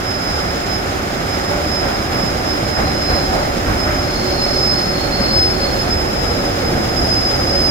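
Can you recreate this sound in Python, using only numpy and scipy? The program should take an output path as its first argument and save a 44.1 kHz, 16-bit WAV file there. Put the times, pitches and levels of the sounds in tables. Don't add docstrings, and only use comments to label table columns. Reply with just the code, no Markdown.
import sys
import numpy as np
from scipy import signal
from scipy.fft import rfft, irfft, next_fast_len
from scipy.io import wavfile

SR = 44100
rng = np.random.default_rng(int(sys.argv[2]) if len(sys.argv) > 2 else 0)


def pcm_store(signal):
    levels = np.round(np.clip(np.atleast_2d(signal), -1, 1) * 32767)
    wavfile.write(sys.argv[1], SR, levels.astype(np.int16).T)


N = 339570
TIME = np.arange(N) / SR
FREQS = np.arange(N // 2 + 1) * SR / N
LOAD = 1 - np.exp(-TIME / 2.1)

# time_s, pitch_hz
SQUEAL_PITCH = [(0, 5193), (1.7, 5173), (3.1, 5152), (4, 5139), (4.7, 5125), (5.4, 5106), (6, 5094),
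                (7, 5068), (7.7, 5050)]
# time_s, left_minus_right_db
SQUEAL_BALANCE = [(0, -10), (.9, -10.5), (3.7, -6), (4.25, -1), (4.72, -1.5), (5.05, 3), (5.55, 3),
                  (5.75, -2), (6.1, -6), (6.22, 12), (6.35, 1), (6.7, -5), (7.25, 0), (7.7, -5)]
# time_s, gain_db
BRAKING = [(0, -39), (.3, -26.5), (.95, -36), (1.55, -32), (1.95, -30), (2.4, -32), (3.1, -27.5),
           (3.65, -32.5), (4.55, -26), (5.05, -29), (5.4, -29), (5.95, -28.5), (6.7, -30), (7.1, -22),
           (7.7, -22)]
# time_s, roughness (0-1)
ROUGHNESS = [(0, .28), (1.5, .33), (2.4, .45), (3, .55), (4, .5), (4.7, .33), (5.4, .2), (6.3, .33),
             (7.1, .25), (7.7, .23)]
# peak_s, half_width_s, gain_db
FLARES = [(0.108, 0.069, -26), (0.287, 0.13, -28), (0.733, 0.061, -26.5), (1.34, 0.046, -27.5),
          (1.47, 0.066, -29.5), (1.76, 0.086, -24.5), (2.24, 0.088, -28), (2.523, 0.035, -24),
          (2.77, 0.05, -27.5), (3.127, 0.17, -28.5), (3.83, .05, -26.5), (4.323, 0.024, -29),
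          (4.426, 0.037, -21), (4.664, 0.11, -18), (5.238, 0.037, -24.5), (5.417, 0.1, -15.5),
          (5.634, .033, -24.5), (5.736, 0.018, -32), (5.814, 0.028, -26), (5.92, 0.024, -21),
          (6.0, 0.048, -24.5), (6.296, 0.11, -29), (6.466, 0.023, -27), (6.675, .03, -26),
          (6.985, 0.082, -30), (7.126, .06, -22), (7.26, .08, -22), (7.398, 0.05, -28), (7.525, 0.043, -26),
          (7.67, 0.1, -18)]
# peak_s, half_width_s, level_db
GLINTS = [(4.69, .06, -53), (5.32, .04, -48), (5.45, .04, -43), (5.83, .05, -49.5), (7.18, .05, -47),
          (7.66, .08, -47)]
WHEEL_MODES = {"lowest": 4184, "low": 4314, "middle": 5174, "high": 5440, "highest": 6280, "shrill": 10440}
# peak_s, half_width_s, level_db, echo_gain_db, left_minus_right_db, mode
WHEEL_SQUEALS = [(2.697, 0.032, -39, -7, -9, "lowest"), (2.888, 0.087, -37.5, -1, -13, "lowest"),
                 (3.153, 0.12, -33.5, -7, -11, "lowest"), (3.43, 0.096, -44, 1, -9, "lowest"),
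                 (4.206, 0.17, -35.5, 0, -10, "low"), (4.39, 0.074, -35.5, 6, -15, "low"),
                 (4.547, .09, -36.5, 6, -15, "low"), (4.754, 0.11, -31, -2, -18, "low"),
                 (4.998, 0.078, -28, -5, -16, "low"), (5.156, 0.078, -27, -4, -12, "low"),
                 (5.309, 0.069, -25.5, -1, -9, "low"), (5.45, 0.076, -31.5, 0, -16, "low"),
                 (5.624, .085, -29.5, -4, -14, "low"), (5.794, 0.12, -37, -1, -12, "low"),
                 (4.028, 0.23, -31.5, -13, 3, "middle"), (4.566, 0.11, -24, -14, -2, "middle"),
                 (4.84, 0.15, -24.5, -25, 0, "middle"), (.25, 0.23, -55, 6, -8, "high"),
                 (2.95, 0.44, -55, 12, -9, "high"), (4.552, .5, -45.5, 1, -4, "high"),
                 (5.321, 0.19, -43, 3, -9, "high"), (4.355, .45, -46, 2, -9, "highest"),
                 (7.55, 0.93, -57, 14, -18, "highest"), (7.02, 0.18, -55, 4, -3, "shrill")]

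# frequency_hz, density_db
DECK = [(18, -40), (30, -24), (38, 2.5), (55, -4.5), (72, 2.5), (95, -2.5), (125, -5.5), (170, -42),
        (300, -43.5)]
# frequency_hz, density_db
PANELS = [(80, -9.5), (135, 1), (220, -0.5), (300, 0.5), (335, -1), (372, -0.5), (410, -3), (470, -4),
          (560, -10), (900, -36.5)]
# frequency_hz, density_db
GIRDERS = [(380, -16.5), (500, -3.5), (565, 2.5), (605, 0.5), (650, -2), (715, 2), (775, 1.5), (850, -2.5),
           (980, -13.5), (1500, -61)]
# frequency_hz, density_db
ROLLING = [(600, -10.5), (950, -3), (1300, 3), (1700, -0.5), (2200, -4), (2700, -12), (4000, -28),
           (8000, -38)]
# frequency_hz, density_db
THUD = [(20, -25), (40, 14.5), (70, 0), (300, 2), (780, -10), (1000, 3), (1600, 2), (3000, -13.5),
        (8000, -56)]
# start_s, thud_gain_db, girder_gain_db, panel_gain_db, deck_gain_db
JOINT_BLOWS = [(.4, -29, -41, -26, -26), (1.48, -25.5, -22, -38, -21.5), (1.81, -21, -19.5, -26, -29),
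               (2.11, -21, -23, -20.5, -21.5), (2.45, -27, -22, -24, -28), (2.76, -19, -19, -20, -26),
               (3.08, -19.5, -20.5, -18, -19), (3.32, -25, -15.5, -39, -32), (3.659, -19.5, -24, -23, -16),
               (3.85, -20.5, -34, -34, -21), (5.19, -22.5, -40, -20, -29), (5.33, -34, -47, -22.5, -19),
               (5.689, -43, -27, -34, -23), (6.2, -46, -25, -25, -24), (6.68, -36, -23.5, -20, -29),
               (6.98, -30, -23.5, -21.5, -20), (7.35, -44, -44, -26, -26), (7.56, -28, -38, -17.5, -34)]
# start_s, pitch_hz, level_db, decay_s
CLANGS = [(.22, 71, -29.5, 0.14), (1.48, 585, -25.5, 0.071), (2.24, 745, -31.5, 0.22),
          (2.8, 77, -24, 0.093), (3.08, 540, -28, 0.034), (3.27, 761, -25.5, 0.048), (3.32, 545, -33, 0.04),
          (3.67, 196, -24.5, 0.044), (3.799, 600, -29, 0.13), (5.2, 229.8, -21, 0.018),
          (5.26, 225, -25.5, 0.045), (6.71, 215, -25, 0.079), (7.53, 570, -28, 0.025)]
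# peak_s, half_width_s, level_db, part
DRIVE_SWELLS = [(4.4, 0.51, -30, "gear"), (5.548, 0.3, -34, "gear"), (6.793, 0.24, -28, "gear"),
                (7.6, 0.19, -27, "gear"), (4.28, .28, -29.5, "front motor"),
                (5.15, 0.19, -28, "front motor"), (5.695, 0.13, -27.5, "front motor"),
                (4.8, 0.57, -33.5, "rear motor"), (6.45, 0.17, -30, "rear motor"),
                (7.35, 0.29, -31, "rear motor"), (6.5, .83, -29.5, "blower")]

# frequency_hz, density_db
RIVER = [(20, -32), (40, -6.5), (150, -3), (440, -1), (700, -6), (950, -6), (1350, -7.5), (2100, -13),
         (3000, -12.5), (4200, -13), (5600, -17), (7000, -16), (7900, -25), (10000, -26.5), (15000, -30)]
# frequency_hz, left_minus_right_db
RIVER_BALANCE = [(60, 4.5), (700, -7), (2400, 0), (4400, -4.5), (8000, -2.5), (15000, 2.5)]
# frequency_hz, coherence (0-1), left_lead_rad
MIC_PORTS = [(60, 1, 0.045), (197, 0.98, 0.073), (323, 0.8, .15), (357, 0.2, 1.03), (460, 0, 0.83),
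             (615, 0.81, 0.81), (765, 0, 1.1), (910, 0.61, 2.25), (1710, 0.33, 2.78), (2140, 0.45, 0.66),
             (2770, 0.18, 2.4), (8000, 0.02, 2.8)]


def brake_squeal(steady_db=-5.5, chatter_db=-0.5, over_water_s=3.4):
    hz, sides, braking = curve(SQUEAL_PITCH), balance(curve(SQUEAL_BALANCE)), undb(curve(BRAKING))
    rough = curve(ROUGHNESS)
    power = (braking * undb(steady_db)) ** 2 + sum(swell(*flare) ** 2 for flare in FLARES)
    grip = np.sqrt(power) * undb(chatter_db * rough * flutter(39).real)
    tone = direct(hz, jitter_hz=10.65 * rough, multipath=0.91 * rough, lead_rad=-1.91)
    tone *= sides * grip * undb(1.77)
    scrape = scattered(hz, spread_hz=130, order=3) * np.sqrt(sides) * grip * rough
    span_db = -8.5 + 0.94 * TIME
    span = scattered(hz + 14, spread_hz=43, order=3) * np.sqrt(sides) * braking * undb(span_db)
    hills_db = -1.5 - 2 * np.maximum(TIME - over_water_s, 0)
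    hills = hillsides(hz) * np.sqrt(sides) * braking * undb(hills_db)
    glints = sum(swell(*glint) for glint in GLINTS)
    octave = direct(2 * hz, jitter_hz=5.6, multipath=.6, lead_rad=1.2) * glints
    octave_echo = scattered(2 * hz, spread_hz=240) * braking * undb(-29)
    return (tone + scrape + span + hills + octave + octave_echo).real


def other_wheels(glide_hz_per_s=-11):
    out = np.zeros((2, N))
    for mode, hz in WHEEL_MODES.items():
        squeals = [row[:-1] for row in WHEEL_SQUEALS if row[-1] == mode]
        strongest_s = max(squeals, key=lambda row: row[2])[0]
        pitch = hz + glide_hz_per_s * (TIME - strongest_s)
        tone = direct(pitch, jitter_hz=4.3, multipath=0.33, lead_rad=-1.13).real
        echo = hillsides(pitch).real
        for peak_s, half_width_s, db, echo_db, balance_db in squeals:
            out += swell(peak_s, half_width_s, db) * balance(balance_db) * (tone + undb(echo_db) * echo)
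    return out


def hillsides(hz, main_rest_hz=5058, train_m_s=8.4, sound_m_s=343):
    rest_hz = hz * main_rest_hz / curve(SQUEAL_PITCH)
    return scattered(rest_hz, spread_hz=np.mean(rest_hz) * train_m_s / sound_m_s, order=12)


def bridge():
    deck = roar(DECK) * loaded(full_db=-25.5, rise_db=4)
    panels = roar(PANELS) * loaded(full_db=-23.5, rise_db=5)
    girders = roar(GIRDERS) * loaded(full_db=-27.5, rise_db=1.5)
    waver_db = .4 * flutter(6).real
    wheels = roar(ROLLING) * undb(-30)
    return (deck + panels + girders + wheels) * undb(waver_db)


def rail_joints(rise_s=.02, decay_s=0.098):
    forces = np.zeros((4, N))
    for start_s, *parts_db in JOINT_BLOWS:
        age = np.maximum(TIME - start_s, 0)
        blow = (1 - np.exp(-age / rise_s)) * np.exp(-age / decay_s)
        forces += np.outer(undb(parts_db), blow)
    return sum(roar(part) * force for part, force in zip((THUD, GIRDERS, PANELS, DECK), forces))


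def clangs(rise_share=0.31):
    out = np.zeros((2, N))
    for start_s, hz, db, decay_s in CLANGS:
        decays = np.maximum(TIME - start_s, 0) / decay_s
        ring = (1 - np.exp(-decays / rise_share)) ** 2 * np.exp(-decays)
        tone = direct(np.full(N, hz), jitter_hz=8.8, multipath=0.21, lead_rad=0.16).real
        out += tone * undb(db) * ring / ring.max()
    return out


def motors():
    def surges(part):
        return sum(swell(*row[:-1]) for row in DRIVE_SWELLS if row[-1] == part)
    gear = direct(381 - 2.9 * TIME, jitter_hz=5.2, multipath=1.0, lead_rad=0.38)
    gear *= np.hypot(loaded(full_db=-33.5, rise_db=1), surges("gear"))
    front = direct(614 - 11.3 * TIME, jitter_hz=3.7, multipath=0.45, lead_rad=0.98) * surges("front motor")
    rear = direct(622 - 8.5 * TIME, jitter_hz=4.4, multipath=0.7, lead_rad=1.0) * surges("rear motor")
    blower = direct(516 - 6.6 * TIME, jitter_hz=5.1, multipath=0.79, lead_rad=1.4) * surges("blower")
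    return (gear + front + rear + blower).real


def river(level_db=-27.5, splash_db=1.38):
    surge_db = .25 * flutter(2).real
    rush = irfft(rfft(roar(RIVER)) * balance(across(RIVER_BALANCE)), N)
    return rush * undb(level_db + surge_db + splash_db * flutter(19).real)


def direct(hz, jitter_hz, multipath, lead_rad):
    tone = spin(hz + jitter_hz * flutter(18.7).real)
    ports = [np.exp(1j * phase) + multipath * flutter(16.4) for phase in (lead_rad, 0)]
    return tone * np.array(ports) * np.sqrt(2 / (1 + multipath ** 2))


def scattered(hz, spread_hz, order=5):
    return np.sqrt(2) * spin(hz) * np.array([flutter(spread_hz, order) for _ in range(2)])


def roar(spectrum):
    left, unrelated = rfft(rng.standard_normal((2, N)))
    alike = np.clip(across(MIC_PORTS), 0, .95)
    right = alike * left + np.sqrt(1 - alike ** 2) * unrelated
    right *= np.exp(-1j * across(MIC_PORTS, column=2))
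    pair = irfft(np.array([left, right]) * undb(across(spectrum)), N)
    return pair / np.std(pair.mean(axis=0))


def flutter(width_hz, order=4):
    size = next_fast_len(N)
    shape = 1 / np.sqrt(1 + np.abs(np.fft.fftfreq(size, 1 / SR) / width_hz) ** order)
    noise = rng.standard_normal(size) + 1j * rng.standard_normal(size)
    wobble = np.fft.ifft(shape * noise)[:N]
    return wobble / np.std(wobble)


def spin(hz):
    return np.exp(2j * np.pi * np.cumsum(hz) / SR)


def swell(peak_s, half_width_s, db):
    return undb(db) * np.exp(-((TIME - peak_s) / half_width_s) ** 2)


def loaded(full_db, rise_db):
    return undb(full_db - rise_db * (1 - LOAD))


def balance(db):
    sides = undb(np.array([[.5], [-.5]]) * db)
    return sides / np.sqrt(np.mean(sides ** 2, axis=0))


def curve(table):
    return np.interp(TIME, *np.array(table).T)


def across(table, column=1):
    rows = np.array(table)
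    return np.interp(np.log(np.maximum(FREQS, 1)), np.log(rows[:, 0]), rows[:, column])


def undb(db):
    return 10 ** (np.asarray(db) / 20)


def scene():
    squeals = brake_squeal() + other_wheels()
    rumble = bridge() + rail_joints() + clangs() + motors()
    return squeals + undb(np.array([[-1.2], [.7]])) * rumble + river()


def record(dry):
    return signal.sosfilt(signal.ellip(10, .2, 80, 15600, fs=SR, output="sos"), dry)


dry = scene()
out = record(dry)
pcm_store(out)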